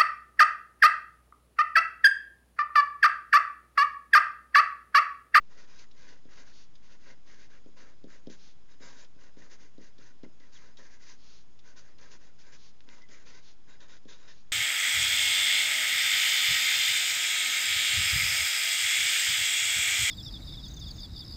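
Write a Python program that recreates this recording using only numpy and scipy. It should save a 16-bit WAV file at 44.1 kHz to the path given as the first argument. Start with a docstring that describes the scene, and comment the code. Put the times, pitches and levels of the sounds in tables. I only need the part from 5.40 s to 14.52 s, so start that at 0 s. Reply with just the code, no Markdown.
"""A felt marker writes a few words on paper lying on a wooden desk, over steady room noise and a faint whine.
From the first stroke on, fibre snags hiss, set the pen barrel rasping and murmur in the desk; the tip ticks.
Soon firm landings add a tick and a soft, low knock; the hand slides along between words with an airy swish.
Past the middle the felt squeaks briefly; later it squeaks again, shortly after two hard clicks of the plastic pen."""
import sys
import numpy as np
from scipy import signal
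from scipy.fft import rfft, irfft
from scipy.io import wavfile

SR = 44100
rng = np.random.default_rng(int(sys.argv[2]) if len(sys.argv) > 2 else 0)


def store_pcm(level_fs):
    """Save levels as 16-bit WAV."""
    pcm = np.round(np.clip(level_fs, -1, 1) * 32767).astype(np.int16)
    wavfile.write(sys.argv[1], SR, np.atleast_2d(pcm).T)


N = 402191
TIME_S = np.arange(N) / SR
TREBLE_LIMIT_HZ = 7440

# Room noise spectrum: (frequency [Hz], relative level [dB])
ROOM_SPECTRUM = [(15, 2.5), (30, 0.5), (42, -2.5), (55, 0.5), (85, -8), (135, -4.5), (200, -7), (300, -9),
                 (500, -16.5), (1000, -18.5), (2000, -22.5), (4000, -25), (7300, -28.5)]
# Faint electrical whine: (frequency [Hz], nominal width [Hz], level [dB])
WHINE_LINES = [(3345, 22, -85.5), (5020, 20, -83), (6695, 24, -86)]
# Hand slides between words: (start [s], length [s], level [dB])
HAND_SLIDES = [(1.091, 0.18, -60.5), (2.947, 0.2, -61), (5.754, .3, -61), (7.156, 0.17, -61),
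               (8.001, 0.15, -60.5), (8.9, 0.14, -65.5)]
# Skin on paper, spectrum: (frequency [Hz], relative level [dB])
SKIN_SPECTRUM = [(150, -22), (400, 3), (700, -7.5), (1400, -2.5), (2100, -3), (3000, -1.5), (4200, 4),
                 (5400, 1.5), (6600, 0), (7300, -12.5)]
# Felt squeaks: (start [s], end [s], start frequency [Hz], end frequency [Hz], level [dB])
FELT_SQUEAKS = [(5.152, 5.183, 3660, 2900, -61), (7.607, 7.67, 2020, 2036, -59)]
# Hard clicks of the plastic pen: (time [s], level [dB])
PEN_CLICKS = [(7.406, -42.5), (7.4894, -37.5)]
# Modes of the plastic: (frequency [Hz], relative level [dB], t60 [s])
PLASTIC_MODES = [(1690, -7.5, 0.0055), (2710, -6, 0.0056), (3580, -4, 0.0049), (4300, -4.5, 0.0033),
                 (5600, -9, .003)]
# Tip ticks as it lands at the start of a stroke, or flicks the paper: (time [s], nominal peak [dB])
TIP_TICKS = [(0.513, -51.5), (1.354, -49.5), (2.373, -55), (2.8998, -48), (3.6461, -51), (4.583, -53),
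             (4.9985, -56), (5.371, -44), (6.1903, -49.5), (6.3664, -56), (6.5844, -50), (6.629, -52),
             (6.9915, -54), (7.6201, -51), (7.6874, -53), (8.4044, -48), (8.5674, -51.5), (8.6804, -56)]
# Tip burst spectrum: (frequency [Hz], relative level [dB])
TIP_SPECTRUM = [(500, -20.5), (1200, -15.5), (1700, -5), (2300, -10), (3100, 1.5), (3800, 5), (4350, -2.5),
                (5050, 3), (5600, -2.5), (7300, -12)]
# Firm landings that knock on the desk: (time [s], nominal level [dB])
DESK_KNOCKS = [(0.852, -47.5), (2.259, -44.5), (2.64, -39), (2.87, -33.5), (3.404, -49), (3.761, -54.5),
               (3.969, -45.5), (4.38, -41.5), (4.586, -49.5), (4.832, -36.5), (5.002, -55.5), (5.388, -51),
               (7.479, -53.5), (7.69, -53.5), (8.653, -44)]
# Modes of the desk top: (frequency [Hz], relative level [dB], t60 [s])
DESK_MODES = [(131, -41, 0.11), (185.2, -18, 0.37), (236.3, -7.5, 0.11), (272.4, -14.5, 0.12),
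              (317, -4, 0.074), (386, -18.5, 0.15), (434, -6.5, 0.047), (514, -11, 0.052),
              (614.6, -17, 0.2), (810, -18, 0.027)]
# Pen strokes, one per line, curve or dot: (start [s], length [s], speed [dB], pressure [dB]); 0 dB = ordinary
PEN_STROKES = [(0.095, 0.093, -5, -2), (0.161, 0.11, 1, 0.9), (0.262, 0.159, -2, -1.4),
               (0.366, 0.092, 4.5, -1.5), (0.537, 0.27, -2, -0.5), (0.668, 0.087, 0, 3.5),
               (0.882, 0.18, -2, 1.5), (0.964, 0.085, 1.5, -1), (1.047, 0.093, -1, -1.5),
               (1.42, 0.093, -4.7, -4), (1.49, 0.086, -1.2, -0.3), (1.592, 0.15, -6.5, -6),
               (1.659, 0.091, -0.1, 6.5), (1.852, 0.16, -1.2, -0.4), (1.974, 0.11, 0.5, -1),
               (2.087, 0.12, -6, -1), (2.362, 0.093, 0.8, 2), (2.424, 0.12, -7, 3.5), (2.674, 0.14, -2, 2),
               (2.891, 0.08, 4.5, -2.5), (3.281, 0.084, -5, -8), (3.398, 0.15, 4.8, 4.5),
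               (3.467, 0.114, 0.2, 2.5), (3.554, 0.11, 3.5, 1), (3.779, 0.132, -3, 0.2),
               (3.963, 0.14, -1.5, 3.5), (4.092, 0.083, 2, 1), (4.178, 0.12, -3.4, 0),
               (4.394, 0.12, -3.5, 1), (4.576, 0.16, -3, -2), (4.833, 0.025, -5, 14),
               (4.998, 0.13, -10.5, -1.4), (5.117, 0.093, 2.5, -12), (5.171, 0.17, -5.5, -0.3),
               (5.374, 0.05, 0, 3.5), (5.406, 0.103, -1.5, 3), (5.496, 0.093, -0.5, -1),
               (5.588, 0.19, 1, -5.5), (5.659, 0.1, 4.5, -7.5), (6.236, 0.11, -2.7, -1.8),
               (6.355, 0.078, 2.9, -1), (6.406, 0.14, -8, -1.5), (6.576, 0.16, -2.0, 3.5),
               (6.697, 0.086, 4, 0), (6.792, 0.122, -6, 0), (6.982, 0.075, -0.3, -9), (7.036, 0.1, -3, 1),
               (7.117, 0.063, 5.5, -2), (7.473, 0.17, -2, 0), (7.686, 0.11, 2.5, 0.8),
               (7.769, 0.091, -4, -1.5), (7.849, 0.11, 4, 2.2), (7.925, 0.092, 2.7, -1),
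               (8.271, 0.11, -2.5, 1.3), (8.395, 0.083, -0.7, 1), (8.475, 0.11, 3, 0),
               (8.674, 0.1, 5.5, 2.3), (8.746, 0.18, -2.7, -2.5), (8.866, 0.08, 4.1, -3)]
# Fibre hiss spectrum: (frequency [Hz], relative level [dB])
FIBRE_SPECTRUM = [(900, -16.5), (2000, -5), (2600, 1), (3200, -2.5), (4000, -1), (4700, 2), (5600, -0.5),
                  (6400, 2), (6800, -7.5), (7300, -7.5)]
# Desk murmur spectrum: (frequency [Hz], relative level [dB])
MURMUR_SPECTRUM = [(100, -19), (180, -1), (300, -1), (430, 1), (550, 1.5), (720, -9), (1000, -18),
                   (1800, -38.5)]
# Pen barrel resonances: (frequency [Hz], width [Hz], relative level [dB])
BARREL_MODES = [(963, 110, -5.5), (1307, 120, -4.5), (1458, 80, -1), (1634, 74, 1.5), (1815, 100, -0.5),
                (2050, 167, -2.5), (2390, 57, -7), (2773, 180, -10.5)]
# Upper resonances of the tip: (frequency [Hz], width [Hz], relative level [dB])
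NIB_MODES = [(2830, 1000, -8), (3810, 210, 1.5), (5090, 210, -3), (6230, 530, -2.5), (7170, 600, -4)]
# Part of the hiss power sent through the tip resonances by the pen angle: (time [s], share [0-1])
NIB_SHARE = [(0, 0.14), (2.5, .1), (2.9, .55), (3.5, .55), (4.5, 0.17), (6.4, 0.12), (7.2, 0.43),
             (8.1, 0.3), (8.45, .65)]
# Hiss brightness as the felt turns between flat and edge: (time [s], treble over bass [dB])
EDGE_BRIGHTNESS = [(0, -1), (2.2, -1), (4.2, 2.5), (5.7, 4), (7.6, -0.5), (9, -4)]

ROOM_NOISE_DB = -64
# Point of greatest speed, as a share of the length
STROKE_FASTEST, SLIDE_FASTEST = 0.35, 0.55
# Ordinary stroke at its fastest
HISS_DB, RASP_DB, MURMUR_DB = -61.5, -62.5, -67.5
# Slopes [dB per dB]; hiss follows speed 1:1, murmur follows pressure 1:1
RASP_PER_SPEED, RASP_PER_PRESSURE, MURMUR_PER_SPEED = 0.45, 0.46, 0.38
# Tick at the start of each knock, level relative to the knock; the felt yields before it pushes on the desk
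KNOCK_TICK_DB, KNOCK_TICK_T60_S, FELT_GIVES_S = -18.5, 0.019, 0.0025
TIP_TICK_T60_S = 0.052


def from_db(db):
    """Convert decibels to an amplitude factor."""
    return 10 ** (np.asarray(db) / 20)


def rms_one(x):
    """Scale to rms 1."""
    return x / np.sqrt(np.mean(x ** 2) + 1e-20)


def coloured(x, spectrum):
    """Shape a steady signal with a spectrum, interpolated over log frequency; rms 1."""
    table_hz, table_db = np.transpose(spectrum)
    bin_hz = np.maximum(np.fft.rfftfreq(N, 1 / SR), 1)
    gain = from_db(np.interp(np.log(bin_hz), np.log(table_hz), table_db))
    gain *= bin_hz < TREBLE_LIMIT_HZ * 1.05
    return rms_one(irfft(rfft(x) * gain, N))


def drift(rate_hz):
    """Random fluctuation: noise through a two-pole low-pass, rms 1."""
    pole = np.exp(-2 * np.pi * rate_hz / SR)
    noise = rng.standard_normal(N + SR)
    settled = signal.lfilter([1], [1, -2 * pole, pole * pole], noise)[SR:]
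    return rms_one(settled)


def resonance(x, hz, width_hz):
    """Two-pole band-pass, peak gain 1."""
    r = np.exp(-np.pi * width_hz / SR)
    numerator = np.array([1, 0, -1]) * (1 - r * r) / 2
    return signal.lfilter(numerator, [1, -2 * r * np.cos(2 * np.pi * hz / SR), r * r], x)


def ring(impulses, hz, t60_s):
    """Mode: a unit impulse starts a decaying sine of height 1."""
    r = np.exp(-np.log(1000) / (t60_s * SR))
    w = 2 * np.pi * hz / SR
    return signal.lfilter([0, np.sin(w)], [1, -2 * r * np.cos(w), r * r], impulses + 1e-18)


def gestures(rows, levels_db, power, fastest):
    """Movements speed up and slow down; amplitude follows a power of speed, overlaps add in power."""
    total_power = np.zeros(N)
    for (start_s, length_s, *_), db in zip(rows, levels_db):
        span = slice(int(start_s * SR), int((start_s + length_s) * SR))
        progress = np.interp((TIME_S[span] - start_s) / length_s, [0, fastest, 1], [0, 0.5, 1])
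        speed = np.abs(np.sin(np.pi * progress))
        total_power[span] += (from_db(db) * speed ** power) ** 2
    return np.sqrt(total_power)


def snags(per_s, spread_db):
    """Fibres catch and let go at random: tiny clicks of uneven size and either sign, rms 1."""
    sizes = from_db(spread_db * np.minimum(rng.exponential(1, N), 4))
    signed = sizes * rng.choice([-1, 1], N)
    return rms_one(signed * (rng.random(N) < per_s / SR))


def background():
    """Steady room rumble and hiss, plus three thin whine lines of narrow-band noise."""
    white = rng.standard_normal(N)
    whine = 0
    for hz, width_hz, db in WHINE_LINES:
        once = resonance(white, hz, 2 * width_hz)
        whine = whine + from_db(db) * rms_one(resonance(once, hz, 2 * width_hz))
    return from_db(ROOM_NOISE_DB) * coloured(rng.standard_normal(N), ROOM_SPECTRUM) + whine


def hand():
    """Skin brushes the sheet: smooth coloured noise that swells and fades with hand speed."""
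    swish = coloured(rng.standard_normal(N), SKIN_SPECTRUM)
    levels_db = np.array(HAND_SLIDES)[:, 2]
    return swish * gestures(HAND_SLIDES, levels_db, power=1.0, fastest=SLIDE_FASTEST)


def squeaks(waver=0.012, rough_db=3.5):
    """Stick and slip turns regular for a moment: a sine with unsteady pitch and level."""
    out = 0
    wobble = 1 + waver * drift(140)
    roughness = from_db(rough_db * drift(80))
    for start_s, end_s, start_hz, end_hz, db in FELT_SQUEAKS:
        hz = np.interp(TIME_S, [start_s, end_s], [start_hz, end_hz]) * wobble
        swell = gestures([(start_s, end_s - start_s)], [db], power=0.88, fastest=0.25)
        out = out + swell * roughness * np.sin(2 * np.pi * np.cumsum(hz) / SR)
    return out


def clicks():
    """A hard snap rings the plastic modes for a few milliseconds."""
    snaps = np.zeros(N)
    for time_s, db in PEN_CLICKS:
        snaps[int(time_s * SR)] = from_db(db)
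    out = 0
    for k, (hz, db, t60_s) in enumerate(PLASTIC_MODES):
        out = out + (-1) ** k * from_db(db) * ring(snaps, hz, t60_s)
    return out


def ticks(crest_db=7.0):
    """Tip ticks and knock onsets crush a few fibres: noise bursts with fast exponential decay."""
    # crest_db takes the tip ticks from peak to rms level
    bursts = [(time_s, db - crest_db, TIP_TICK_T60_S) for time_s, db in TIP_TICKS]
    bursts += [(time_s, db + KNOCK_TICK_DB, KNOCK_TICK_T60_S) for time_s, db in DESK_KNOCKS]
    level = np.zeros(N)
    age_s = TIME_S[:SR // 10]
    for time_s, db, t60_s in bursts:
        at = int(time_s * SR)
        level[at:at + len(age_s)] += from_db(db) * np.exp(-np.log(1000) * age_s / t60_s)
    return level * coloured(rng.standard_normal(N), TIP_SPECTRUM)


def knocks(low_hz=160, contact_hz=545, level_db=-1.2, echoes=((0.0075, 0.5), (0.0284, 0.42))):
    """The soft tip's band-limited push rings the desk modes; two echoes (delay [s], gain) follow."""
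    blows = np.zeros(N)
    for time_s, db in DESK_KNOCKS:
        for delay_s, gain in ((0, 1), *echoes):
            blows[int((time_s + FELT_GIVES_S + delay_s) * SR)] += gain * from_db(db + level_db)
    contact = signal.butter(2, [low_hz, contact_hz], "band", fs=SR, output="sos")
    push = signal.sosfilt(contact, blows + 1e-18)
    out = 0
    for hz, db, t60_s in DESK_MODES:
        varied_push = push * from_db(db + drift(4.5) / 2)
        out = out + ring(varied_push, hz, t60_s)
    return out


def pen_resonances(friction, modes, grip_db):
    """Friction excites pen resonances; the changing grip favours now one, now another; rms 1."""
    out = 0
    for k, (hz, width_hz, db) in enumerate(modes):
        gain = from_db(db + grip_db * drift(8.2))
        out = out + (-1) ** k * gain * resonance(friction, hz, width_hz)
    return rms_one(out)


def writing(judder_db=1.37, grip_db=2.5, press_db=1.0):
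    """Fibre snags hiss off the paper; a second snag stream shakes tip, barrel and desk."""
    start_s, _, speed_db, pressure_db = np.transpose(PEN_STROKES)
    hiss_db = HISS_DB + speed_db
    rasp_db = RASP_DB + RASP_PER_SPEED * speed_db + RASP_PER_PRESSURE * pressure_db
    murmur_db = MURMUR_DB + MURMUR_PER_SPEED * speed_db + pressure_db
    bright_db = np.interp(start_s, *np.transpose(EDGE_BRIGHTNESS))

    unevenness_db = judder_db * drift(99) + press_db * drift(16)
    friction = snags(per_s=9000, spread_db=2.5) * from_db(unevenness_db)
    rasp = pen_resonances(friction, BARREL_MODES, grip_db)
    nib = pen_resonances(friction, NIB_MODES, grip_db)
    murmur = coloured(friction, MURMUR_SPECTRUM)

    paper_snags = snags(per_s=14000, spread_db=3.0) * from_db(judder_db * drift(67))
    paper = coloured(paper_snags, FIBRE_SPECTRUM)
    share = np.interp(TIME_S, *np.transpose(NIB_SHARE))
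    hiss = np.sqrt(1 - share) * paper + np.sqrt(share) * nib
    # the felt's edge sounds brighter than its flat
    treble = signal.butter(3, 4500, "high", fs=SR, output="sos")
    upper = signal.sosfiltfilt(treble, hiss)
    lower = hiss - upper

    def stroked(x, levels_db, power):
        """Let a sound follow the pen speed of every stroke."""
        return x * gestures(PEN_STROKES, levels_db, power, STROKE_FASTEST)

    return (stroked(upper, hiss_db + bright_db / 2, power=1.0)
            + stroked(lower, hiss_db - bright_db / 2, power=0.96)
            + stroked(rasp, rasp_db, power=0.6)
            + stroked(murmur, murmur_db, power=0.4))


def reflections(x, level_db=-10, count=40):
    """Desk and near walls send back a short scatter of fading echoes; total energy is kept at 1."""
    delays_s = rng.uniform(0.001, 0.04, count)
    fading = np.exp(-np.log(1000) * delays_s / 0.11)  # t60 0.11 s
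    response = np.zeros(SR // 10)
    response[(delays_s * SR).astype(int)] = rng.choice([-1, 1], count) * fading
    response *= from_db(level_db) / np.linalg.norm(response)
    response[0] = 1  # direct sound
    return signal.fftconvolve(x, response / np.linalg.norm(response))[:N]


def scene():
    """Pen and hand with reflections, desk knocks and the quiet room."""
    on_paper = writing() + hand() + ticks() + clicks() + squeaks()
    return (reflections(on_paper) + knocks() + background())[None]


def record(dry):
    """The microphone input cuts the treble steeply and adds a small constant offset."""
    offset = -0.0129
    taps = signal.firwin(241, TREBLE_LIMIT_HZ - 150, window=("kaiser", 8), fs=SR)
    return signal.fftconvolve(dry, taps[None], mode="same") + offset


dry = scene()
out = record(dry)
store_pcm(out)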